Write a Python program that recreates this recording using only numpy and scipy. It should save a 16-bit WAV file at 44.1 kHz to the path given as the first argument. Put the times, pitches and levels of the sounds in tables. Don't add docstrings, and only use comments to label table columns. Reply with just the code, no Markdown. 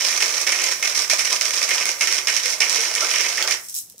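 import sys
import numpy as np
from scipy import signal
from scipy.fft import rfft, irfft
from scipy.io import wavfile
from scipy.ndimage import uniform_filter1d

SR = 44100
rng = np.random.default_rng(int(sys.argv[2]) if len(sys.argv) > 2 else 0)


def transcribe(signal):
    frames = np.atleast_2d(signal).T
    limited = np.clip(frames, -1, 1)
    pcm = np.round(limited * 32767).astype(np.int16)
    wavfile.write(sys.argv[1], SR, pcm)


N = 176400
RIM_BEADS_PER_S, RIM_CLUMP_DB = 850, 3.5


def undb(db):
    return 10 ** (np.asarray(db) / 20)


def unit(h):
    return h / np.sqrt(np.sum(h ** 2, axis=-1, keepdims=True))


def fade(t, t60):
    return np.exp(-np.log(1000) * t / t60)


def colour(points, size=2048):
    hz, db = np.array(points, float).T
    bins_hz = np.maximum(np.fft.rfftfreq(size, 1 / SR), 1)
    cepstrum = irfft(np.log(undb(np.interp(np.log(bins_hz), np.log(hz), db))))
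    cepstrum[1:size // 2] *= 2
    cepstrum[size // 2 + 1:] = 0
    return irfft(np.exp(rfft(cepstrum)))


def through(x, h):
    return signal.oaconvolve(x, h, axes=-1)[..., :x.shape[-1]]


def stereo_noise(likeness, length, spots=10):
    mid, side = rng.standard_normal((2, spots, 1, length))
    return mid * np.sqrt(1 + likeness) + side * np.sqrt(1 - likeness) * np.array([[1], [-1]])


def tick(points, t60, likeness, resonance_db=0, spots=10, size=1024):
    outline_hz, outline_db = np.array(points, float).T
    hz = np.geomspace(outline_hz[0], outline_hz[-1], size // 10)
    db = np.interp(np.log(hz), np.log(outline_hz), outline_db)
    hardness_db_per_octave = 5 * np.linspace(-1, 1, spots)[:, None]
    tilts = hardness_db_per_octave * np.maximum(np.log2(hz / 4080), -1)
    bead_hz = rng.permutation(np.geomspace(4570, 7090, spots))[:, None]
    humps = resonance_db * np.exp(-(np.log2(hz / bead_hz) / .11) ** 2)
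    burst = stereo_noise(likeness, size) * fade(np.arange(size) / SR, t60)
    colours = np.array([[colour(np.c_[hz, db + shape])] for shape in tilts + humps])
    return unit(through(burst, colours))


def ring(modes, detune=0, spots=10, size=6000):
    hz, db, t60 = np.array(modes).T[:, :, None]
    t = np.arange(size) / SR
    mix = stereo_noise(likeness=1, length=len(modes))
    mix /= np.sqrt(np.mean(mix ** 2, axis=0))
    shift = 1 + detune * rng.permutation(np.linspace(-1, 1, spots))[:, None, None]
    partials = undb(db) * unit(np.sin(2 * np.pi * hz * shift * t) * fade(t, t60))
    return unit(mix @ partials)


def radiate(pushes, responses, places=5):
    return through(pushes[:, None], responses).reshape(places, -1, 2, N).sum(axis=1)


def pressure(stretches, attack_s=0.0012, release_s=0.0092):
    out = np.zeros(N)
    for start, end, end_db, sag_db in stretches:
        i = np.arange(int(start * SR), min(int((end + 10 * release_s) * SR), N))
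        t = i / SR
        along = np.clip((t - start) / (end - start), 0, 1)
        attack = np.clip((t - start) / attack_s, 0, 1)
        release = np.exp(-np.maximum(t - end, 0) / release_s)
        out[i] += attack * undb(end_db + sag_db * (1 - along)) * release
    return out


def bead_stream(per_s, clump_db, spread_db=3, clump_s=.004, even_s=0.036, spots=10, size=8000):
    late, strength, bunching = rng.standard_normal((3, size))
    spot = rng.integers(0, spots, size)
    when = (np.arange(size) + .6 * late) / per_s
    clumps = np.interp(when / clump_s, np.arange(size), bunching)
    push = undb(spread_db * strength + clump_db * clumps)
    local_power = uniform_filter1d(push ** 2, int(even_s * per_s))
    push *= np.sqrt(SR / per_s / local_power) * rng.choice([-1, 1], size)
    at = (when * SR).astype(int)
    heard = (at >= 0) & (at < N)
    out = np.zeros((spots, N))
    out[spot[heard], at[heard]] = push[heard]
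    return out


def clusters(times, dbs, length_s, spots=10, hits=9):
    out = np.zeros((spots, N))
    for start, db in zip(times, dbs):
        along = (np.arange(hits) + rng.random(hits) - .5).clip(0) / hits
        at = np.minimum(((start + along * length_s) * SR).astype(int), N - 1)
        weights = unit(undb(-14.5 * abs(along - 0.25)))
        out[rng.permutation(spots)[:hits], at] += undb(db) * np.sqrt(length_s * SR) * weights
    return out


def wander(spread_db, step_s=.005, size=4000):
    gain = undb(spread_db * np.interp(np.arange(N) / SR / step_s, np.arange(size), rng.standard_normal(size)))
    return gain / np.sqrt(np.mean(gain ** 2))


# (frequency [Hz], relative level [dB])
ROOM_TONE_COLOUR = [(20, -35), (45, -10.5), (95, 2), (125, -1), (155, -0.5), (330, -9), (720, -18.5),
                    (1500, -28), (6000, -26.5)]
def room_tone():
    noise = stereo_noise(likeness=0.96, length=N, spots=1)[0] / np.sqrt(2)
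    return undb(-53) * through(noise, unit(colour(ROOM_TONE_COLOUR))[None])


def room(places, tail_db=-2.5, delay_s=.004, alike_below_hz=910, treble_hz=2000, size=20000):
    t = np.arange(size) / SR
    mid, side = rng.standard_normal((2, len(places), size))
    side = signal.sosfilt(signal.butter(2, alike_below_hz, "high", fs=SR, output="sos"), side)
    noise = np.stack([mid + side, mid - side], axis=1)
    low = signal.sosfiltfilt(signal.butter(4, treble_hz, fs=SR, output="sos"), noise)
    decay = low * fade(t, t60=0.37) + (noise - low) * fade(t, t60=0.22)
    tail = unit(decay * (t > delay_s))
    return (places + undb(tail_db) * through(places, tail)).sum(axis=0)


# (frequency [Hz], relative level [dB], t60 [s])
TABLE_MODES = [(92, -18, 0.12), (126, 1, 0.33)]
# (time [s], level [dB])
TABLE_DRIVE = [(0, -54), (1.9, -63), (2.4, -77), (3.5, -71), (3.7, -86)]
def table_hum():
    times, dbs = np.array(TABLE_DRIVE).T
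    drive = undb(np.interp(np.arange(N) / SR, times, dbs))
    pushes = bead_stream(RIM_BEADS_PER_S, RIM_CLUMP_DB).sum(axis=0) * drive
    return through(pushes[None], ring(TABLE_MODES)[0])


# (start [s], end [s], end level [dB], sag [dB])
FLOOR_LANDINGS = [(0, 3.66, -41, 3.5), (3.58, 3.7, -45, -11), (3.685, 3.74, -40, 5),
                  (3.741, 3.790, -25.5, -0.5), (3.80, 3.9, -49, -4)]
# (time [s], relative level [dB])
FLOOR_SETTLES = [(3.65, -30), (3.685, -23), (3.899, -25.5), (3.922, -32.5), (3.9599, -38), (3.9806, -27),
                 (3.9914, -28)]
# (frequency [Hz], relative level [dB])
FLOOR_TICK_COLOUR = [(300, -35), (1500, -31), (3000, -19), (4500, -14.5), (6000, -10.5), (8000, -1),
                     (11000, 1.5), (15000, -2.5)]
def floor_heap():
    times, dbs = np.array(FLOOR_SETTLES).T
    pouring = bead_stream(per_s=650, clump_db=-0.5) * pressure(FLOOR_LANDINGS)
    settling = clusters(times, dbs - 5.5, length_s=0.0013)
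    return radiate(pouring + settling, tick(FLOOR_TICK_COLOUR, t60=0.007, likeness=0))


# (time [s], frequency [Hz], level [dB], t60 [s])
BOWL_JOLTS = [(1.131, 650, -15, 0.06), (1.317, 1015, -25.5, 0.21), (2.455, 494, -27, 0.2),
              (2.784, 455, -25, 0.22), (3.021, 1364, -20.5, 0.12), (3.944, 480, -40.5, 0.031)]
def bowl_knocks(rise_s=0.00053):
    out = np.zeros(N)
    for start, hz, db, t60 in BOWL_JOLTS:
        t = np.maximum(np.arange(N) / SR - start, 0)
        out += undb(db) * np.sin(2 * np.pi * hz * t) * fade(t, t60) * (1 - np.exp(-t / rise_s))
    return out


# (time [s], pitch [Hz], level [dB])
RIM_SNAPS = [(0.0621, 5370, -3.5), (0.086, 6000, -6), (0.2594, 5600, -5), (0.8307, 2700, -2),
             (0.8982, 5800, -3.5), (1.1728, 4800, -7), (1.4194, 5200, -1.5), (1.7078, 2500, -1),
             (1.9158, 6300, -5.5), (2.1132, 5200, -7), (2.6963, 7000, 2.5), (2.952, 7500, 3.5),
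             (3.0074, 5500, -1.5), (3.2074, 5000, -0.5), (3.373, 6000, -3), (3.4254, 4200, 3),
             (3.4270, 4600, 1.5)]
def rim_snaps(size=1024):
    out = np.zeros((2, N))
    t = np.arange(size) / SR
    for start, hz, db in RIM_SNAPS:
        burst = stereo_noise(likeness=0.33, length=size, spots=1)[0] * fade(t, t60=0.0067)
        peak = colour([(hz / 10, -12), (hz, 0), (hz * 2, -11.5)])
        at = int(start * SR)
        out[:, at:at + size] += undb(db) * unit(through(burst, peak[None]))
    return out


# (start [s], end [s], tick [dB], wall [dB], base [dB], sag [dB])
CHAIN_DRAGS = [(0, 0.179, -28, -31, -34, -0.5), (0.201, 0.309, -29, -33.5, -35.5, 1),
               (0.321, 0.429, -27.5, -30.5, -33, -2.5), (0.465, 0.605, -31, -28.5, -34, 2.5),
               (0.611, 0.735, -29.5, -30, -35.5, 0.5), (0.825, 0.93, -35, -34, -40.5, 8.5),
               (0.947, 1.036, -29.5, -34, -38.5, 3), (1.096, 1.145, -28.5, -28.5, -38, 4.5),
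               (1.184, 1.217, -31, -31, -37, 5.5), (1.248, 1.278, -29.5, -30, -37.5, 2),
               (1.295, 1.359, -27, -30, -33, -1), (1.423, 1.518, -30.5, -34, -38, -0.5),
               (1.53, 1.646, -30, -33.5, -36, 2), (1.678, 1.835, -30, -29, -33.5, 1),
               (1.853, 1.911, -29, -31.5, -35.5, 2.5), (2.009, 2.056, -29.5, -33.5, -36.5, 7.5),
               (2.07, 2.194, -29, -29.5, -35.5, 0), (2.279, 2.4, -32.5, -35.5, -41.5, 6.5),
               (2.428, 2.538, -29, -35.5, -37, 1), (2.601, 2.68, -32, -29.5, -38, 6.5),
               (2.685, 2.839, -28, -30, -36, -0.5), (2.843, 2.946, -33.5, -35, -39, 1.5),
               (2.957, 3.072, -31, -30.5, -34, 2), (3.085, 3.267, -28, -26, -34, -1.5),
               (3.282, 3.361, -32.5, -35, -38, 3), (3.377, 3.414, -30, -28, -31.5, 0.5),
               (3.434, 3.459, -38, -46, -31.5, 0.5), (3.474, 3.543, -34.5, -34.5, -40.5, 6)]
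# (time [s], tick [dB], wall [dB], base [dB])
LOOP_SLAPS = [(0.2037, -15, -14, -42), (0.2231, -9, -12.5, -22), (0.472, -10.5, -13.5, -35),
              (0.5218, -15, -15.5, -28), (0.7155, -12.5, -41, -26), (0.8248, -15, -16.5, -40),
              (0.9913, -11.5, -30, -22), (1.0974, -13.5, -17, -28), (1.1318, -11, -25, -19.5),
              (1.1914, -8, -16.5, -45), (1.2528, -11.5, -24, -49), (1.4101, -8.5, -17.5, -24),
              (1.4529, -13.5, -22, -45), (1.6273, -9.5, -21.5, -26), (1.706, -24, -13.5, -44),
              (2.0088, -9.5, -13.5, -40), (2.0169, -24, -14.5, -39), (2.0717, -10.5, -20, -47),
              (2.2712, -9.5, -16.5, -28), (2.2832, -20, -11, -29), (2.3647, -10, -17, -43),
              (2.4572, -11, -18.5, -43), (2.6035, -9, -19.5, -38), (2.6186, -13, -13.5, -29),
              (2.7446, -10.5, -31, -41), (2.7574, -12, -23, -20.5), (3.0252, -14, -36, -15.5),
              (3.1108, -13.5, -21, -41), (3.4744, -12.5, -23, -20), (3.509, -8.5, -16, -36),
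              (3.5222, -11.5, -25, -46)]
# (frequency [Hz], relative level [dB])
BOWL_TICK_COLOUR = [(100, -45), (300, -18.5), (1000, -10.5), (1600, 1), (3000, -2.5), (4200, 2),
                    (6000, -1.83), (8000, -3), (10000, -6), (12000, -9), (15000, -15)]
# (frequency [Hz], relative level [dB], t60 [s])
WALL_MODES = [(1903, -4, 0.026), (2066, -3.5, 0.041), (2162, 3.5, 0.023), (2318, 0, 0.025),
              (2500, -4, 0.021), (2716, -6, 0.01), (2957, -7, 0.011)]
BASE_MODES = [(207, -18.5, 0.049), (348, -9.5, 0.088), (372.3, -7.5, 0.14), (450.5, -4, 0.071),
              (541, 0.5, 0.032), (637.5, -2.5, 0.037), (741, -8, 0.059), (872, -5.5, 0.059),
              (1016, -4.5, 0.045), (1184, -4, 0.054), (1336, -5, 0.057), (1533, -2, 0.039)]
def chain_on_bowl(empty_s=3.55):
    drags, slaps = np.array(CHAIN_DRAGS), np.array(LOOP_SLAPS)
    stream = bead_stream(RIM_BEADS_PER_S, RIM_CLUMP_DB)
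    running = np.arange(N) / SR < empty_s
    bead_tick = tick(BOWL_TICK_COLOUR, t60=0.0095, likeness=0.076, resonance_db=6.5)
    wall = ring(WALL_MODES, detune=0.031)
    base = ring(BASE_MODES)
    rattle_db, wander_db = (-40.5, -41.5, -43.5), (2, 3, 2.5)
    slap_trim_db, slap_s = (-11.5, -7, -6.5), (.005, .011, 0.00807)
    out = 0
    for k, response in enumerate([bead_tick, wall, base]):
        surges = pressure(drags[:, [0, 1, 2 + k, -1]])
        force = np.hypot(surges, running * undb(rattle_db[k]))
        dragging = stream * force * wander(wander_db[k])
        slapping = clusters(slaps[:, 0], slaps[:, 1 + k] + slap_trim_db[k], slap_s[k])
        out = out + radiate(dragging + slapping, response)
    return out


def scene():
    places = np.concatenate([chain_on_bowl() + floor_heap(), rim_snaps()[None]])
    rattle = room(places) + bowl_knocks()
    bass_cut = signal.butter(2, 230, "high", fs=SR, output="sos")
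    return signal.sosfilt(bass_cut, rattle) + table_hum() + room_tone()


# (frequency [Hz], gain [dB])
LEFT_PORT_COLOUR = [(100, -11.5), (600, -6.5), (2200, -3), (4200, -2.5), (6500, 0.5), (8500, 5), (10000, 2),
                    (12000, -2.5), (14000, -1)]
RIGHT_PORT_COLOUR = [(100, -11), (1200, -1), (2200, 1.5), (3600, 5.5), (4400, 6), (4950, 9), (5400, 13),
                     (5900, 13.5), (6400, 10), (7000, 5.5), (8000, -1), (10000, -4.5), (14000, -3.5)]
def record(dry, top_hz=15450):
    ported = through(dry, np.array([colour(LEFT_PORT_COLOUR), colour(RIGHT_PORT_COLOUR)]))
    top_cut = signal.ellip(8, .2, 70, top_hz, fs=SR, output="sos")
    return signal.sosfilt(top_cut, np.clip(ported, -1, 1))


dry = scene()
out = record(dry)
transcribe(out)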